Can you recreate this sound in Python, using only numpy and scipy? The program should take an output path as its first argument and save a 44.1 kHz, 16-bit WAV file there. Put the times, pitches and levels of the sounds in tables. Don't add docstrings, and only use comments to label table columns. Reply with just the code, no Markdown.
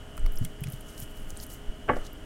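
import sys
import numpy as np
from scipy import signal
from scipy.fft import rfft, irfft
from scipy.io import wavfile
from scipy.ndimage import uniform_filter1d

SR = 44100
rng = np.random.default_rng(int(sys.argv[2]) if len(sys.argv) > 2 else 0)


def to_wav(sig):
    pcm = np.clip(np.atleast_2d(sig), -1, 1) * 32767
    pcm = np.round(pcm).astype(np.int16)
    wavfile.write(sys.argv[1], SR, pcm.T)


N = 99225

# start in seconds, pitch in Hz, band width in Hz, level in dB.
SKIN_TICKS = [(.170, 12500, 6000, -42), (.178, 9100, 10000, -41), (.195, 8500, 1200, -45),
              (.263, 10760, 7860, -40.5), (.2635, 5230, 900, -43), (0.321, 12700, 6000, -42),
              (.3365, 12800, 5000, -45), (0.3578, 10800, 4000, -40.5), (.366, 12600, 6000, -43),
              (0.3734, 5530, 680, -37.5), (.3865, 10800, 3500, -36.5), (0.449, 8900, 8400, -30.5),
              (.6075, 13500, 5000, -42), (0.6369, 9400, 2000, -35), (0.64, 9900, 5000, -40.5),
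              (.671, 5000, 6000, -45), (.686, 11000, 5000, -45), (0.7013, 11400, 3500, -40),
              (.7228, 13100, 4500, -36), (0.7341, 5330, 6000, -44), (.8088, 10300, 2500, -42),
              (.979, 6550, 6000, -40), (0.994, 11500, 6000, -41), (1.002, 11600, 4000, -33.5),
              (1.3047, 6960, 4100, -36.5), (1.3725, 8500, 1690, -35.5), (1.401, 5220, 870, -37.5),
              (1.427, 11000, 4000, -41), (1.437, 9300, 4000, -39), (1.466, 10700, 4000, -41),
              (1.528, 7750, 1500, -45), (1.5377, 12800, 4000, -41), (1.545, 13500, 4000, -46),
              (1.968, 4500, 5500, -47.5), (2.132, 12500, 1200, -43.5)]
# start in seconds, pitch in Hz, fade in seconds, level in dB.
AIR_POPS = [(0.1784, 1340, 0.002, -30.5), (.1785, 2450, 0.0009, -35.5), (0.2633, 1200, 0.0028, -39),
            (0.2622, 2150, .0011, -30), (0.2644, 4390, .002, -44), (.451, 2140, 0.0057, -45.5),
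            (.452, 3260, 0.0025, -36.5), (0.639, 2510, .0028, -34), (.6395, 3310, 0.0044, -39),
            (.671, 2110, 0.00059, -28.5), (1.022, 3000, .001, -35.5), (1.367, 3800, 0.00065, -38)]
# loudest moment, rise and fall in seconds, level in dB, pitch in Hz.
SKIN_RUBS = [(.36, 0.031, 0.17, -62, 11000), (.452, 0.031, 0.014, -52.5, 8400),
             (0.673, 0.014, 0.016, -55.5, 5300), (0.726, 0.017, 0.05, -51.5, 11500),
             (.895, 0.025, 0.061, -52, 8500), (1.001, 0.021, 0.015, -47.5, 10500),
             (1.025, 0.0097, 0.013, -42.5, 10800), (1.111, 0.025, 0.011, -55.5, 11300),
             (1.17, 0.015, 0.068, -53.5, 11400), (1.297, 0.012, 0.015, -53, 12000),
             (1.388, 0.035, 0.033, -58, 8900), (1.436, 0.03, 0.0076, -44, 9700),
             (1.502, 0.0069, 0.03, -47, 10500), (1.533, 0.019, 0.022, -49.5, 9800),
             (1.97, 0.052, 0.081, -58.5, 7000), (2.051, 0.014, .008, -53, 6030),
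             (2.069, 0.013, 0.0043, -47.5, 5700)]
# start in seconds, pitch in Hz, level in dB.
MEAT_FLOPS = [(0.411, 111, -20.5), (0.414, 246, -33), (0.438, 136, -29.5), (0.45, 154, -32.5),
              (0.616, 138.4, -26.5), (0.658, 129, -28), (0.68, 129, -26.5), (.735, 129, -30),
              (1.023, 108, -33.5), (0.241, 71, -29), (1.891, 97, -31.5), (1.928, 103, -35)]
# start in seconds, level in dB, treble cutoff in Hz,
# contact time in seconds, the pitch that this spot favours in Hz.
KNOCK_CONTACTS = [(1.8825, -15, 1900, .003, 1130), (1.8885, -4, 2500, .002, 470),
                  (1.893, -1, 2600, .002, 1130), (1.8965, -2, 2500, .003, 900),
                  (1.9035, 0, 1000, .003, 680), (1.932, -17, 2400, .005, 1700),
                  (1.9665, -6.5, 1050, .002, 700)]
# pitch in Hz, relative level in dB, seconds to fade by 60 dB.
DISH_TONES = [(248, -29.5, .16), (305, -30.5, .14), (397, -35, .14), (450, -32, .1), (497, -29, .15),
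              (578, -30, .1), (700, -29, .08), (775, -32, .08), (852, -27, .08), (905, -29, .07),
              (1126, -22, .065), (1197, -32, .07), (1575, -36, .12), (1666, -37, .15), (1745, -35, .15),
              (1981, -39, .14), (2215, -35, .11)]
# frequency in Hz, relative level in dB.
THUD_SPECTRUM = [(35, -47), (60, -8), (445, -7), (500, -3.5), (857, -13), (1020, -33), (1120, -11),
                 (1280, -10.5), (2250, -17.5), (2380, -22), (3000, -14), (3430, -24), (6000, -34),
                 (7800, -80), (13200, -120)]
# middle in seconds, pitch in Hz, half-length in seconds, level in dB.
HANDLING_BUMPS = [(0.205, 32, 0.012, -21), (0.259, 23.3, 0.036, -13.5), (0.378, 11.1, 0.088, -21),
                  (1.694, 12, 0.0076, -19.5), (1.986, 14, 0.051, -25)]
# pitch in Hz, average level in dB.
HUM_TONES = [(296, -65), (414.5, -59), (630, -61.5), (710.6, -72), (1260, -69), (1420, -68.5), (2901, -70),
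             (2960, -62), (3020, -77)]
# frequency in Hz, relative level in dB.
AIR_SPECTRUM = [(8.8, -32), (15, 0), (45, -12), (169, -22), (312, -23), (361, -30), (469, -31),
                (646, -31.5), (1030, -37), (1340, -38.5), (1460, -35.5), (1740, -37), (2550, -43.5),
                (2950, -33.5), (3720, -50), (9190, -49.5), (16000, -61.5)]

SNAP_RISE_S, TICK_FALL_S, TICK_RING_S = 0.000099, 0.00096, 0.0058
CRACK_DB, TICK_RING_DB, FIZZ_DB = -1.5, -10.5, -8
CELLS_PER_S, CELL_SPREAD_DB = 650, 2.5
FLOP_RISE_S, FLOP_FALL_S = 0.0025, 0.01
CONTACT_RISE_S, TAIL_S, ROOM_S = 0.0013, 0.037, 0.076
THUD_DB, RING_DB, TAIL_DB, ROOM_DB = -18, -3, -36, -38
FAVOUR_DB, FAVOUR_OCTAVES = 6, .3
HUM_WAVER_DB, HUM_DRIFT, WHINE_DB, AIR_DB = 1.5, .0009, -67, -50.5


def gain(db):
    return 10 ** (np.asarray(db) / 20)


def unit(x):
    return x / np.sqrt(np.mean(x ** 2) + 1e-18)


def since(start):
    return np.maximum(np.arange(N) / SR - start, 0)


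def band(x, hz, width):
    f = np.arange(len(x) // 2 + 1) * SR / len(x) + 1e-9
    off_pitch = (f * f - hz * hz) / (f * width * 1.5)
    return unit(irfft(rfft(x) / (1 + off_pitch ** 2), len(x)))


def coloured_noise(points, above_hz):
    hz, db = np.array(points).T
    f = np.arange(N // 2 + 1) * SR / N + 1e-9
    spectrum = rfft(rng.standard_normal(N)) * gain(np.interp(np.log(f), np.log(hz), db))
    return irfft(spectrum, N) / np.std(irfft(spectrum * (f > above_hz), N))


def wander(per_second):
    step = int(SR / per_second)
    stairs = np.repeat(rng.standard_normal(256), step)[:N]
    return unit(uniform_filter1d(stairs, step))


def wet_ticks():
    size, lead = 4096, 512
    out = np.zeros(N + size)
    t = (np.arange(size) - lead) / SR
    crack = gain(CRACK_DB) * unit(1. * (t == 0))
    burst = np.exp(-np.abs(t) / np.where(t < 0, SNAP_RISE_S, TICK_FALL_S))
    for start, hz, width, db in SKIN_TICKS:
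        spatter_noise, ring_noise = rng.standard_normal((2, size))
        spatter = unit(spatter_noise * np.abs(spatter_noise) * burst)
        snap = band(crack + spatter, hz, width) * np.sqrt(SR / 1000 / size)
        ring = band(ring_noise, hz, width) * (t > 0) * np.exp(-np.abs(t) / TICK_RING_S)
        i = int(start * SR) - lead
        out[i:i + size] += gain(db) * (snap + gain(TICK_RING_DB) * ring)
    return out[:N]


def air_pops():
    out = np.zeros(N)
    for start, hz, fade_s, db in AIR_POPS:
        t = since(start)
        fizz = gain(FIZZ_DB) * band(rng.standard_normal(N), hz, width=hz)
        swell = (1 - np.exp(-t / SNAP_RISE_S)) * np.exp(-t / fade_s)
        out += gain(db) * swell * (np.sin(2 * np.pi * hz * t) + fizz)
    return out


def skin_rubs():
    out, size = np.zeros(N), 16384
    offsets = np.arange(size) - size // 2
    t = offsets / SR
    cell_pitches_hz = np.geomspace(3500, 15500, 10)
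    shape = (len(cell_pitches_hz), size)
    for peak, rise, fall, db, hz in SKIN_RUBS:
        clicks = (rng.random(shape) < CELLS_PER_S / SR) * rng.standard_normal(shape)
        clicks *= gain(CELL_SPREAD_DB * np.minimum(rng.exponential(size=shape), 4))
        crackle = sum(band(row, f, width=.2 * f) for row, f in zip(clicks, cell_pitches_hz))
        swell = np.exp(-np.abs(t / np.where(t < 0, rise, fall)) ** 0.82)
        rub = swell * band(crackle, hz, width=0.93 * hz)
        out += gain(db) * np.interp(np.arange(N), offsets + int(peak * SR), rub, 0, 0)
    return out


def meat_flops():
    out = np.zeros(N)
    for start, hz, db in MEAT_FLOPS:
        t = since(start)
        swell = 2 * (1 - np.exp(-t / FLOP_RISE_S)) * np.exp(-t / FLOP_FALL_S)
        out -= gain(db) * swell * np.sin(2 * np.pi * hz * t)
    return out


def dish_knock():
    out, size = np.zeros(N + SR), SR // 2
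    lead = size // 32
    t = (np.arange(size) - lead) / SR
    after = np.maximum(t, 0)
    rise = 1 - np.exp(-after / CONTACT_RISE_S)
    phases = rng.uniform(0, 2 * np.pi, len(DISH_TONES))
    for start, db, cutoff_hz, contact_s, favoured_hz in KNOCK_CONTACTS:
        noise = coloured_noise(THUD_SPECTRUM, above_hz=0)
        thud_noise, tail_noise, room_noise = noise[:3 * size].reshape(3, size)
        ring = np.zeros(size)
        for phase, (hz, tone_db, fade_s) in zip(phases, DISH_TONES):
            boost_db = FAVOUR_DB * np.exp(-(np.log2(hz / favoured_hz) / FAVOUR_OCTAVES) ** 2)
            tone = np.sin(2 * np.pi * hz * (t + start) + phase)
            ring += gain(tone_db + RING_DB + boost_db - 60 * after / fade_s) * tone
        push = np.exp(-np.abs(t) / np.where(t < 0, CONTACT_RISE_S, contact_s))
        thud = gain(THUD_DB) * thud_noise * push
        tail = gain(TAIL_DB) * tail_noise * np.exp(-after / TAIL_S)
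        room = gain(ROOM_DB) * room_noise * np.exp(-after / ROOM_S)
        firmness = min(cutoff_hz / 2360, 1)
        hit = thud + rise * firmness * (ring + tail + room)
        muffle = signal.butter(4, cutoff_hz, fs=SR, output="sos")
        i = int(start * SR) - lead
        out[i:i + size] += gain(db) * signal.sosfilt(muffle, hit + 1e-18)
    return out[:N]


def handling_bumps():
    out = np.zeros(N)
    for middle, hz, half_length, db in HANDLING_BUMPS:
        t = np.arange(N) / SR - middle
        out += gain(db) * np.exp(-(t / half_length) ** 2) * np.cos(2 * np.pi * hz * t)
    return out


def appliance():
    hum = np.zeros(N)
    for hz, db in HUM_TONES:
        strength = gain(db + HUM_WAVER_DB * wander(per_second=8.78))
        pitch = hz * (1 + HUM_DRIFT * wander(per_second=17))
        hum += strength * np.sqrt(2) * np.sin(2 * np.pi * np.cumsum(pitch) / SR)
    whine = gain(WHINE_DB) * band(rng.standard_normal(N), hz=3177, width=190)
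    return hum + whine


def room_air():
    return gain(AIR_DB) * coloured_noise(AIR_SPECTRUM, above_hz=223)


def scene():
    kitchen = appliance() + room_air()
    chicken = wet_ticks() + air_pops() + skin_rubs() + meat_flops()
    return (chicken + dish_knock() + handling_bumps() + kitchen)[None]


def record(dry):
    return signal.sosfilt(signal.ellip(10, .2, 70, 15900, fs=SR, output="sos"), dry)


dry = scene()
out = record(dry)
to_wav(out)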